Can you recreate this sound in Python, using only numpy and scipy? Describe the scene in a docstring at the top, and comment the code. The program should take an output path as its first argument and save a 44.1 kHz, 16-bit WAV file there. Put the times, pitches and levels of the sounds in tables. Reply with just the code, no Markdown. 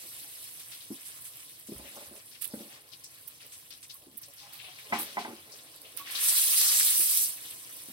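"""A fizzing, seething hiss comes first: batter fries in the oiled cups of a pan, and countless steam
bubbles burst. Steam pockets spurt, oil droplets spit, a drop plinks in an empty cup, and a fresh
spoonful roars up. Beside the stove a ladle scrapes and knocks in the batter bowl, exciting its modes
by friction and by impact. Soft bumps travel through the counter, and burner and room hum underneath."""
import sys
import numpy as np
from scipy import signal
from scipy.fft import rfft, irfft, next_fast_len
from scipy.io import wavfile
from scipy.ndimage import uniform_filter1d, map_coordinates

SR = 44100
rng = np.random.default_rng(int(sys.argv[2]) if len(sys.argv) > 2 else 0)


def waveform_to_disk(signal):
    """Save audio, clipped to [-1, 1], as 16-bit WAV at the path in sys.argv[1]."""
    frames = np.transpose(np.atleast_2d(signal))
    scaled = np.clip(frames, -1, 1) * 32767
    samples = np.round(scaled).astype(np.int16)
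    wavfile.write(sys.argv[1], SR, samples)


N = 349272

# spectrum of fine bubbles and oil spits: f/Hz, relative spectral level/dB
FIZZ_SPECTRUM = [(3530, -57), (6000, -15.5), (6810, -26), (8230, -1.5), (10400, 2), (13400, -4),
                 (14400, -2), (15200, -5), (16000, -5.5)]
# modes of the batter bowl: f/Hz, relative level/dB, t60/s
BOWL_MODES = [(160, -8, .1), (225, -5, .1), (277, 0, .1), (345, -6, .1), (465, -6, .09), (552, -8, .09),
              (641, -12, .14), (716, -3, .2), (812, 0, .2), (915, -3, .2), (1008, -1, .2), (1068, -9, .14),
              (1148, -12, .1), (1270, -11, .1), (1530, -6, .12), (1780, -14, .07), (2022, -3, .14),
              (2280, -12, .08)]
PAN_LAG = 11  # samples by which the pan's sound reaches the left microphone port later


def amp(db):
    return 10 ** (np.asarray(db) / 20)


def unit_rms(x):
    return x / np.sqrt(np.mean(x ** 2) + 1e-20)


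def over_pitch(points, hz):
    """Interpolation of (f/Hz, value) points on a logarithmic axis."""
    f, values = np.transpose(points)
    return np.interp(np.log(hz + 1), np.log(f + 1), values)


def over_time(rows):
    """Interpolation of (t/s, values...) rows to one curve per value column."""
    times, *columns = np.transpose(rows)
    return [np.interp(np.arange(N) / SR, times, column) for column in columns]


def wobble(rate):
    """A smooth random curve with `rate` knots a second."""
    return map_coordinates(rng.standard_normal(int(N * rate / SR) + 4), [np.arange(N) * rate / SR])


def filtered(x, response):
    """Linear filtering: the spectrum is multiplied by a frequency response."""
    n = x.shape[-1]
    size = next_fast_len(n + 8192)
    return irfft(rfft(x, size) * response(np.fft.rfftfreq(size, 1 / SR)), size)[..., :n]


def resonance(hz, centre, width):
    """Response of a damped oscillator, unity at its natural frequency."""
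    return 1j * hz * width / (centre ** 2 - hz ** 2 + 1j * hz * width)


def sides(balance_db):
    """Level difference: left and right gains of an off-centre source."""
    return unit_rms(amp([[balance_db / 2], [-balance_db / 2]]))


def stereo_noise(n, direct):
    """Partial coherence: a direct share of the power reaches the left late; the rest is scattered."""
    straight, *scattered = rng.standard_normal((3, n))
    coherent = np.array([np.roll(straight, PAN_LAG), straight])
    return np.sqrt(direct) * coherent + np.sqrt(1 - direct) * np.array(scattered)


def flicker(x, depth_db):
    """Random modulation: the gain wanders in patches of frequency and time."""
    spectra = signal.stft(x, nperseg=256)[2]
    field = uniform_filter1d(rng.standard_normal(spectra.shape[1:]), size=8, axis=0)
    field = unit_rms(uniform_filter1d(field, size=8, axis=1))
    return signal.istft(spectra * amp(depth_db * field), nperseg=256)[1][:, :N]


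def bubbles(n, count, cycles, spread_db, stray_samples):
    """Bursting bubbles ring as damped oscillators, each with its own path to the two ports."""
    pitch, when = rng.random((count, 2)).T[:, :, None]
    path, side, strength = np.clip(rng.standard_normal((count, 3)), -2.35, 2.35).T[:, :, None]
    hz, age = 800 + 16000 * pitch, np.arange(48)
    turns = hz * age / SR
    pops = amp(spread_db * strength) * np.sin(2 * np.pi * turns) * np.exp(-turns / cycles) * np.sqrt(hz)
    start = when * n + 64
    lag = np.clip(PAN_LAG + stray_samples * path, -60, 60)
    pair = []
    for onset, gain in (start + lag, amp(0.77 * side)), (start, amp(-1.5 * side)):
        at = onset.astype(int) + age
        pair.append(np.bincount(at.ravel(), (gain * pops).ravel(), n + 256)[64:n + 64])
    return unit_rms(np.array(pair))


def boil_levels():
    """Incoherent sources add in power: fizz and seethe, in dB, of simmering cups plus fresh pours."""
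    # cups already frying: t/s, fizz of fine bubbles/dB, seethe of larger bubbles/dB
    simmer = [(0.0, -44.5, -48.5), (0.9, -49, -52.5), (1.2, -47.5, -49.5), (1.42, -48.5, -48.5),
              (1.55, -51.5, -54.5), (1.98, -48, -48), (2.3, -54, -56), (2.6, -49.5, -53),
              (2.77, -53.5, -45.5), (2.83, -56.5, -55.5), (3.6, -53.5, -56), (4.1, -58, -59.5),
              (4.9, -52.5, -50.5), (5.5, -54, -50), (6.0, -54, -55), (7.3, -44.5, -44), (7.55, -44, -49),
              (7.92, -47, -48.5)]
    # batter meets hot oil: t at full boil/s, t when batter covers the oil/s, fizz/dB, seethe/dB
    pours = [(4.497, 5.2, -59, -48.5), (6.243, 7.24, -23, -31.5)]
    fizz_rise, fizz_smother = 175, 178  # dB/s
    seethe_rise, seethe_sag, seethe_smother = 66, 21, 132  # dB/s
    hold_s, lead_s = 0.63, 0.046  # large bubbles come first and thin out first
    t = np.arange(N) / SR
    fizz, seethe = amp(over_time(simmer)) ** 2
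    for full, covered, fizz_db, seethe_db in pours:
        early, late = np.maximum(full - t, 0), np.maximum(t - covered, 0)
        fizz += amp(fizz_db - fizz_rise * early - fizz_smother * late) ** 2
        sag_db = 1.5 * np.clip((t - full) / hold_s, 0, 1) + seethe_sag * np.maximum(t - full - hold_s, 0)
        smother_db = seethe_smother * np.maximum(t - covered + lead_s, 0)
        seethe += amp(seethe_db - seethe_rise * early - sag_db - smother_db) ** 2
    return 10 * np.log10(fizz), 10 * np.log10(seethe)


def frying():
    """Superposition: countless bubbles merge into a hiss, and the nearer ones stand out of it."""
    # upper seethe as batter spreads, drops in and settles: t/s, width/s, gain/dB
    surges = [(6.36, 0.067, 3), (6.72, 0.15, 5.5), (7.42, 0.056, -0.5)]
    t = np.arange(N) / SR
    fizz_db, seethe_db = boil_levels()
    bright_db = -6.5 + 0.92 * (fizz_db - seethe_db)  # brighter the more the fizz leads
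    bright_db += sum(db * np.exp(-((t - s) / width) ** 2) for s, width, db in surges)
    unrest = np.clip((-15 - fizz_db) / 35, .55, 1)  # more bubbles add up more evenly
    boil = wobble(12)
    fine = stereo_noise(N, direct=0.25)
    fine += 0.62 * unrest * bubbles(N, count=12000, cycles=0.77, spread_db=9.5, stray_samples=3)
    large = stereo_noise(N, direct=0.35)
    large += 0.36 * unrest * bubbles(N, count=7000, cycles=1.2, spread_db=7.5, stray_samples=4)
    fizz = unit_rms(filtered(flicker(fine, depth_db=1.58), lambda hz: amp(over_pitch(FIZZ_SPECTRUM, hz))))
    # larger bubbles: f/Hz, relative spectral level/dB
    seethe_spectrum = [(290, -61), (500, -18.5), (796, -13), (881, -25), (1130, -8.5), (1500, -9),
                       (1800, -4.5), (4450, -0.5), (6700, 0), (7500, 0.5), (9750, -9.5), (16500, -120)]
    pan_reflection = lambda hz: 1 + .4 * np.exp(-2j * np.pi * hz * .00649)
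    colour = lambda hz: amp(over_pitch(seethe_spectrum, hz)) * pan_reflection(hz)
    seethe = unit_rms(filtered(flicker(large, depth_db=1.95), colour))
    pan_ring = lambda hz: 1 + amp(2.5) * resonance(hz, centre=1030, width=66)
    seethe = filtered(seethe, pan_ring)
    upper = filtered(seethe, lambda hz: 1 / (1 + (4200 / (hz + 1)) ** 4))
    seethe += (amp(bright_db) - 1) * upper
    fizz_db += unrest * (0.9 * boil + 1.2 * wobble(60))
    seethe_db += unrest * (boil + 0.8 * wobble(25))
    return amp(fizz_db) * fizz + amp(seethe_db) * seethe


def kitchen_hum():
    """Burner and room make a low rush whose long waves reach both ports nearly in phase."""
    # the rush: f/Hz, relative spectral level/dB
    spectrum = [(18, -53), (30, 1), (135, 9), (188, -2.5), (217, -2.5), (312, 7.5), (373, -3), (485, 3.5),
                (600, -1.5), (651, 1.5), (930, -6.5), (1060, 3.5), (1200, -25), (1500, -50), (1950, -23),
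                (3300, -120)]
    # its course: t/s, level/dB, gain below 200 Hz/dB
    levels = [(0.0, -64.5, 1), (1.5, -67.5, 4.5), (3.0, -67.5, 3), (4.3, -69, 6), (4.9, -68.5, 6),
              (6.0, -61, -3.5), (7.92, -62, -1.5)]
    # likeness of left and right: f/Hz, correlation
    coherence = [(60, 0.98), (300, 0.93), (700, 0.7), (1500, 0.67)]
    angle = lambda hz: np.arccos(over_pitch(coherence, hz)) / 2
    colour = lambda hz: amp(over_pitch(spectrum, hz)) * [np.cos(angle(hz)), np.sin(angle(hz))]
    mid, side = filtered(flicker(rng.standard_normal((2, N)), depth_db=1), colour)
    rush = unit_rms(np.array([mid + side, mid - side]))
    bass = filtered(rush, lambda hz: 1 / (1 + (hz / 200) ** 6))
    db, bass_db = over_time(levels)
    return amp(db) * (rush + (amp(bass_db) - 1) * bass)


def ladle_scrapes():
    """Forced vibration: rough friction drives the bowl's lower modes, which wet batter damps."""
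    # strokes: t of most pressure/s, level/dB, fade time/s, f favoured by the rubbed spot/Hz
    strokes = [(0.044, -55.5, 0.037, 297), (0.25, -66, 0.07, 740), (0.95, -65, 0.15, 480),
               (1.745, -56, 0.038, 350), (1.80, -52, 0.042, 594), (1.82, -55.5, 0.57, 308),
               (1.85, -58, 0.22, 554), (1.976, -49, 0.13, 570), (2.118, -55, 0.12, 500),
               (2.502, -57.5, 0.079, 577), (2.589, -52.5, 0.24, 415), (2.69, -62, 0.18, 664),
               (2.855, -63, 0.031, 503), (3.45, -61.5, 0.044, 487), (4.03, -61.5, 0.11, 540),
               (4.1, -61, 0.11, 280), (4.281, -62, 0.063, 560), (4.434, -61, 0.54, 865),
               (4.64, -59, 0.34, 630), (4.86, -59, 1, 507), (4.949, -36, 0.12, 273),
               (4.96, -36.5, 0.086, 825), (5.075, -53, 0.05, 490), (5.196, -39, 0.099, 306),
               (5.212, -40.5, 0.13, 726), (5.28, -43, 0.15, 366), (5.49, -62.5, 0.41, 497),
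               (5.85, -61, 0.1, 480), (6.99, -57.5, 0.15, 358)]
    press_db_per_s, fade_db, spot_db_per_octave2 = 583, 25.5, 145
    hz, level, t60 = np.transpose([mode for mode in BOWL_MODES if mode[0] < 1200])[:, :, None]
    width = 3 * np.log(1000) / (np.pi * np.minimum(t60, .12))
    friction = rng.standard_normal(N) * amp(2.5 * wobble(45))
    modes = filtered(friction, lambda f: amp(level) * resonance(f, hz, width))
    out, t = np.zeros(N), np.arange(SR) / SR - .1  # t = 0 at most pressure
    for s, db, fade_s, spot_hz in strokes:
        pressure = amp(db - np.maximum(-press_db_per_s * t, fade_db * t / fade_s))
        weights = amp(-spot_db_per_octave2 * np.log2(hz[:, 0] / spot_hz) ** 2)
        at = np.clip(round(s * SR) + np.round(t * SR).astype(int), 0, N - 1)
        out[at] += pressure * unit_rms(weights @ modes[:, at])
    return out


def steam_spurts():
    """Jet noise: a steam pocket vents through the oil; its width sets the pitch, the cup adds body."""
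    # pockets: t/s, level/dB, f/Hz, time to fall 60 dB/s, relative body/dB, left minus right/dB
    pockets = [(0.473, -62, 9800, .11, -22, 0), (0.594, -48.5, 9900, 0.11, -2, 0),
               (0.716, -63.5, 3900, 0.15, 17, -12), (0.803, -59, 3900, 0.16, 3, 11),
               (1.048, -43, 9850, 0.19, -9, -2), (1.249, -43, 9700, 0.13, -15, -1),
               (1.671, -49.5, 8450, 0.079, -7, 3), (1.835, -54.5, 2350, 0.21, 0, 6),
               (2.16, -53, 9000, 0.089, -1.5, -1), (2.312, -61, 4550, 0.12, 5, 5),
               (2.346, -64.5, 2650, 0.088, 11, 10), (2.412, -38, 10500, 0.15, -8, -23),
               (2.44, -37, 10600, 0.042, -14, -17), (2.445, -45.5, 2950, 0.028, 0, 11),
               (2.598, -61, 10500, 0.068, -19, 0), (2.917, -53, 4450, 0.11, -6, 12),
               (2.932, -48, 3300, 0.041, -16, 6), (3.037, -47, 6240, 0.11, -12, -1),
               (3.275, -36, 14500, 0.037, -17, -13), (3.394, -70.5, 2920, 0.22, 20.5, 6),
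               (3.46, -48, 12500, 0.053, -18, 2), (3.519, -48.5, 8500, 0.16, -4.5, 2),
               (3.704, -53.5, 4200, 0.14, 2, 12), (3.827, -49, 8000, 0.092, -1.5, -4),
               (3.895, -47.5, 4630, 0.091, -5, 6), (3.937, -49.5, 12900, 0.11, -16, 3),
               (4.172, -36, 12900, 0.044, -27, -7), (4.214, -45.5, 12600, 0.067, -28, 0),
               (4.229, -49.5, 5800, 0.074, -5, 3), (4.285, -59, 11800, .1, -23, 0),
               (4.334, -52, 12500, 0.061, -25, 0), (4.368, -52.5, 4830, 0.24, -1.5, 3),
               (4.52, -48, 14900, 0.18, -2.5, -13), (4.588, -51.5, 3040, 0.16, -7, 7),
               (4.641, -47, 2850, 0.16, -22, 5), (4.783, -49.5, 2360, 0.07, -4, -4),
               (4.926, -43.5, 1980, 0.19, 6, 13), (4.988, -33, 11500, 0.16, -9.5, 1.5),
               (5.014, -54, 13000, 0.37, 11.5, 4), (5.184, -56, 3150, 0.18, 13, 4),
               (5.518, -47.5, 5800, 0.12, -25, 5), (5.74, -58, 4300, 0.074, -13, 2),
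               (5.846, -52, 2960, 0.14, -29, 2), (5.97, -42.5, 13600, 0.14, -1, -14),
               (6.06, -50.5, 2040, 0.17, 6, -12), (6.109, -38.5, 11000, 0.049, -10, -12),
               (6.15, -35.5, 4100, 0.1, -5, 3), (6.22, -46, 10500, 0.19, -3, -4),
               (6.283, -22.5, 9200, 0.062, -12, 3), (6.606, -44, 3230, 0.14, 6.5, 0),
               (6.797, -39.5, 1980, 0.069, 3.5, -3), (7.197, -59, 4020, 0.077, -5, 0)]
    out, n = np.zeros((2, N + SR)), SR // 5
    t = np.arange(n) / SR

    def band(x, centre_hz, octaves):
        return unit_rms(filtered(x, lambda hz: amp(-6 * (np.log2((hz + 1) / centre_hz) / octaves) ** 2)))

    for s, db, pitch_hz, length, body_db, balance_db in pockets:
        opening = 1 - np.exp(-t / max(.0015, .2 * (length - .15)))  # long spurts open slowly
        collapse = amp(db - 60 * (t / length) ** 1.9)
        jet = stereo_noise(n, direct=0.1)
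        jet += 0.45 * bubbles(n, count=250, cycles=3, spread_db=6, stray_samples=3.2)
        mouth = sides(balance_db) * band(jet, pitch_hz, octaves=0.44)
        cup = amp(body_db) * band(jet, 3100, octaves=1.17)
        out[:, round(s * SR):][:, :n] += opening * collapse * (mouth + cup)
    return out[:, :N]


def ladle_knocks():
    """Free vibration: a blow sets the bowl's modes ringing until the batter chokes them."""
    # blows: t/s, peak level/dB, gain at 600-1200 Hz/dB, gain above 1200 Hz/dB,
    # f favoured by the struck spot/Hz, time until choked/s
    blows = [(0.904, -30.5, -35, -40, 261, 0.032), (1.687, -34, -36, -40, 295, 0.05),
             (1.719, -30, -43, -42, 293, 0.0084), (1.74, -49, -40, -40, 300, .015),
             (1.796, -42, -21, -32, 269, 0.022), (1.967, -52, 8, 0, 560, 0.015),
             (2.01, -52, 6, 0, 500, 0.021), (2.112, -46, -32, -40, 326, 0.035),
             (2.537, -27, -34, -24, 360, 0.0094), (2.569, -39, -40, -40, 222, 0.026),
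             (2.605, -36, -40, -40, 300, 0.048), (2.658, -47, -38, -40, 228, 0.023),
             (4.067, -47, -37, -40, 283, 0.047), (4.15, -54.5, -56, -56, 283, 0.027),
             (4.924, -16.5, 2.5, 4.5, 274, 0.017), (5.170, -20.5, 6, 6.5, 298, 0.02),
             (5.248, -28.5, 0, 0, 325, 0.011), (5.324, -42.5, -32, -40, 307, 0.041),
             (7.885, -43, -31, -35, 210, 0.029)]
    spot_db_per_octave2, rise_cycles, choked_share = 16.5, 0.74, 0.06
    out, t = np.zeros(N + SR), np.arange(SR // 4) / SR
    hz, level, t60 = np.transpose(BOWL_MODES)[:, :, None]
    for s, db, mid_db, high_db, spot_hz, choke_s in blows:
        low_db = -spot_db_per_octave2 * np.log2(hz / spot_hz) ** 2
        tilt_db = np.where(hz > 1200, high_db, np.where(hz > 600, mid_db, low_db))
        slosh = uniform_filter1d(rng.standard_normal((len(hz), len(t))), size=300)  # blurs each mode
        scatter_db = rng.normal(0, 1.5, hz.shape) + 1.5 * unit_rms(slosh)
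        decay = amp(level + tilt_db + scatter_db - 60 * t / t60)
        rise = 1 - np.exp(-t * hz / rise_cycles)
        tones = np.sin(2 * np.pi * (hz * t + 0.32 * rng.random(hz.shape)))
        choke = choked_share + (1 - choked_share) / (1 + (t / choke_s) ** 8)
        ring = (rise * decay * tones).sum(axis=0) * choke
        out[round(s * SR):][:len(t)] += amp(db) * ring / np.abs(ring).max()
    return out[:N]


def oil_spits():
    """Impulsive source: a droplet bursts with a bright click and a brief echo round the cup."""
    # droplets: t/s, level/dB, left minus right/dB
    droplets = [(1.055, -29, -3), (1.244, -26, -1), (1.6706, -28, 1), (2.4104, -26, -12),
                (2.4184, -22, -14), (2.4219, -10.5, -11), (2.4436, -12, -16), (2.4514, -24, -12),
                (2.4544, -14, -10), (2.477, -18, -14), (3.0081, -36, -1), (3.0435, -23, 2),
                (3.273, -29, -4), (3.2784, -30, -9), (3.284, -32, -6), (3.465, -30, 1), (3.5109, -35, 0),
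                (3.6516, -49, 1), (3.708, -26, 1), (3.8312, -32, -1), (3.897, -40, 2), (3.9414, -25, 0),
                (4.171, -29, -10), (4.178, -32, -13), (4.189, -32, -4), (4.2148, -34, 1), (4.283, -31, 0),
                (4.337, -35, 0), (4.5341, -24, -1), (4.788, -30, -4), (4.9871, -18, 0), (5.8172, -25, -2),
                (5.9209, -31, -4), (5.967, -20, -17), (5.9726, -13, -21), (6.0561, -37, -2),
                (6.106, -27, -8), (6.123, -17, -8), (6.2437, -16, 0), (6.2844, -14, 0), (6.5104, -15, 0),
                (6.6142, -2, 2), (6.797, 0.5, 2), (6.848, -3, -4), (7.0025, -21, 0), (7.0874, -12, -1),
                (7.15, -5, -12), (7.173, -1, -5)]
    echo_db, echo_t60, tear_samples = -21, 0.023, 40
    out, t = np.zeros((2, N + SR)), np.arange(400) / SR
    bright = lambda hz: amp(over_pitch(FIZZ_SPECTRUM, hz)) / (1 + (6500 / (hz + 1)) ** 6)
    impulse_peak = np.abs(filtered(np.arange(512) == 256, bright)).max()
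    for s, db, balance_db in droplets:
        start, gain = round(s * SR), amp(db) * sides(balance_db) / impulse_peak
        echo = amp(echo_db - 60 * t / echo_t60) * rng.standard_normal((2, len(t)))
        out[:, start:][:, :len(t)] += gain * echo
        tear = start + tear_samples  # the droplet's skin tears
        out[[0, 1], [tear + PAN_LAG, tear]] += gain[:, 0]
    return filtered(out[:, :N], bright)


def damped_tones(rows, rise_s):
    """Exponentially decaying sines with a soft start and a wavering level."""
    out, t = np.zeros(N + SR), np.arange(SR // 4) / SR
    for s, db, hz, t60 in rows:
        waver_db = 5 * unit_rms(uniform_filter1d(rng.standard_normal(len(t)), size=200))
        envelope = amp(db + waver_db - 60 * t / t60) * (1 - np.exp(-t / rise_s))
        out[round(s * SR):][:len(t)] += envelope * np.sin(2 * np.pi * hz * t)
    return out[:N]


def counter_bumps():
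    """Structure-borne sound: soft low pushes travel through the counter."""
    # bumps: t/s, level/dB, f/Hz, t60/s
    bumps = [(1.75, -34, 56, 0.13), (1.782, -34, 54, 0.13), (1.815, -39, 60.7, 0.15),
             (2.065, -49, 75.4, 0.18)]
    return damped_tones(bumps, rise_s=0.019)


def batter_plinks():
    """Impact excitation: a drop of batter rings one mode of an empty cup."""
    # drops: t/s, level/dB, f/Hz, t60/s
    drops = [(3.9506, -44, 1100, 0.024), (5.995, -46.5, 1122, 0.26)]
    return damped_tones(drops, rise_s=0.0027)


def reverberation(x, t60):
    """Diffuse reflections from the walls form a short, dull tail, alike at both ports in the bass."""
    t = np.arange(SR // 3) / SR
    tail = rng.standard_normal((2, len(t))) * amp(-60 * t / t60) * (t > .004)
    colour = lambda hz: np.array([np.ones_like(hz), hz / (hz + 700)]) / (1 + (hz / 4000) ** 2)
    mid, side = filtered(tail, colour)
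    tail = np.array([mid + side, mid - side])
    return signal.fftconvolve(x[None], tail / np.linalg.norm(tail[0]), axes=1)[:, :N]


def scene():
    """Sound pressures add; the bowl, like the pan, lies nearer the right port."""
    bowl = ladle_knocks() + ladle_scrapes()
    bowl_left = filtered(bowl, lambda hz: np.exp(-2j * np.pi * hz * 9 / SR))  # 9 samples later
    ladle = np.array([bowl_left, bowl]) + amp(-14) * reverberation(bowl, t60=0.13)
    pan = frying() + steam_spurts() + oil_spits()
    return pan + ladle + counter_bumps() + batter_plinks() + kitchen_hum()


def record(dry):
    """Microphone response: the ports differ in colour, dip near 7 kHz and lose deep bass and top treble."""
    # imbalance of the two ports: f/Hz, left minus right/dB
    imbalance = [(60, 0.0), (99, 0.0), (160, 1.5), (270, 1.5), (450, -2.0), (740, -1.5), (1220, -2.5),
                 (2010, 1.5), (3330, 5.0), (5500, 3.5), (9080, -2.5), (15000, -3.0)]
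    top_hz = 15850
    colour = lambda hz: amp(np.array([[.5], [-.5]]) * over_pitch(imbalance, hz))
    dip = lambda hz: 1 - 0.78 / (1 + ((hz - 6880) / 250) ** 2)
    bass_cut = lambda hz: (1j * hz / (55 + 1j * hz)) ** 3
    coloured = filtered(dry, lambda hz: colour(hz) * dip(hz) * bass_cut(hz))
    return filtered(coloured, lambda hz: hz < top_hz)


dry = scene()
out = record(dry)
waveform_to_disk(out)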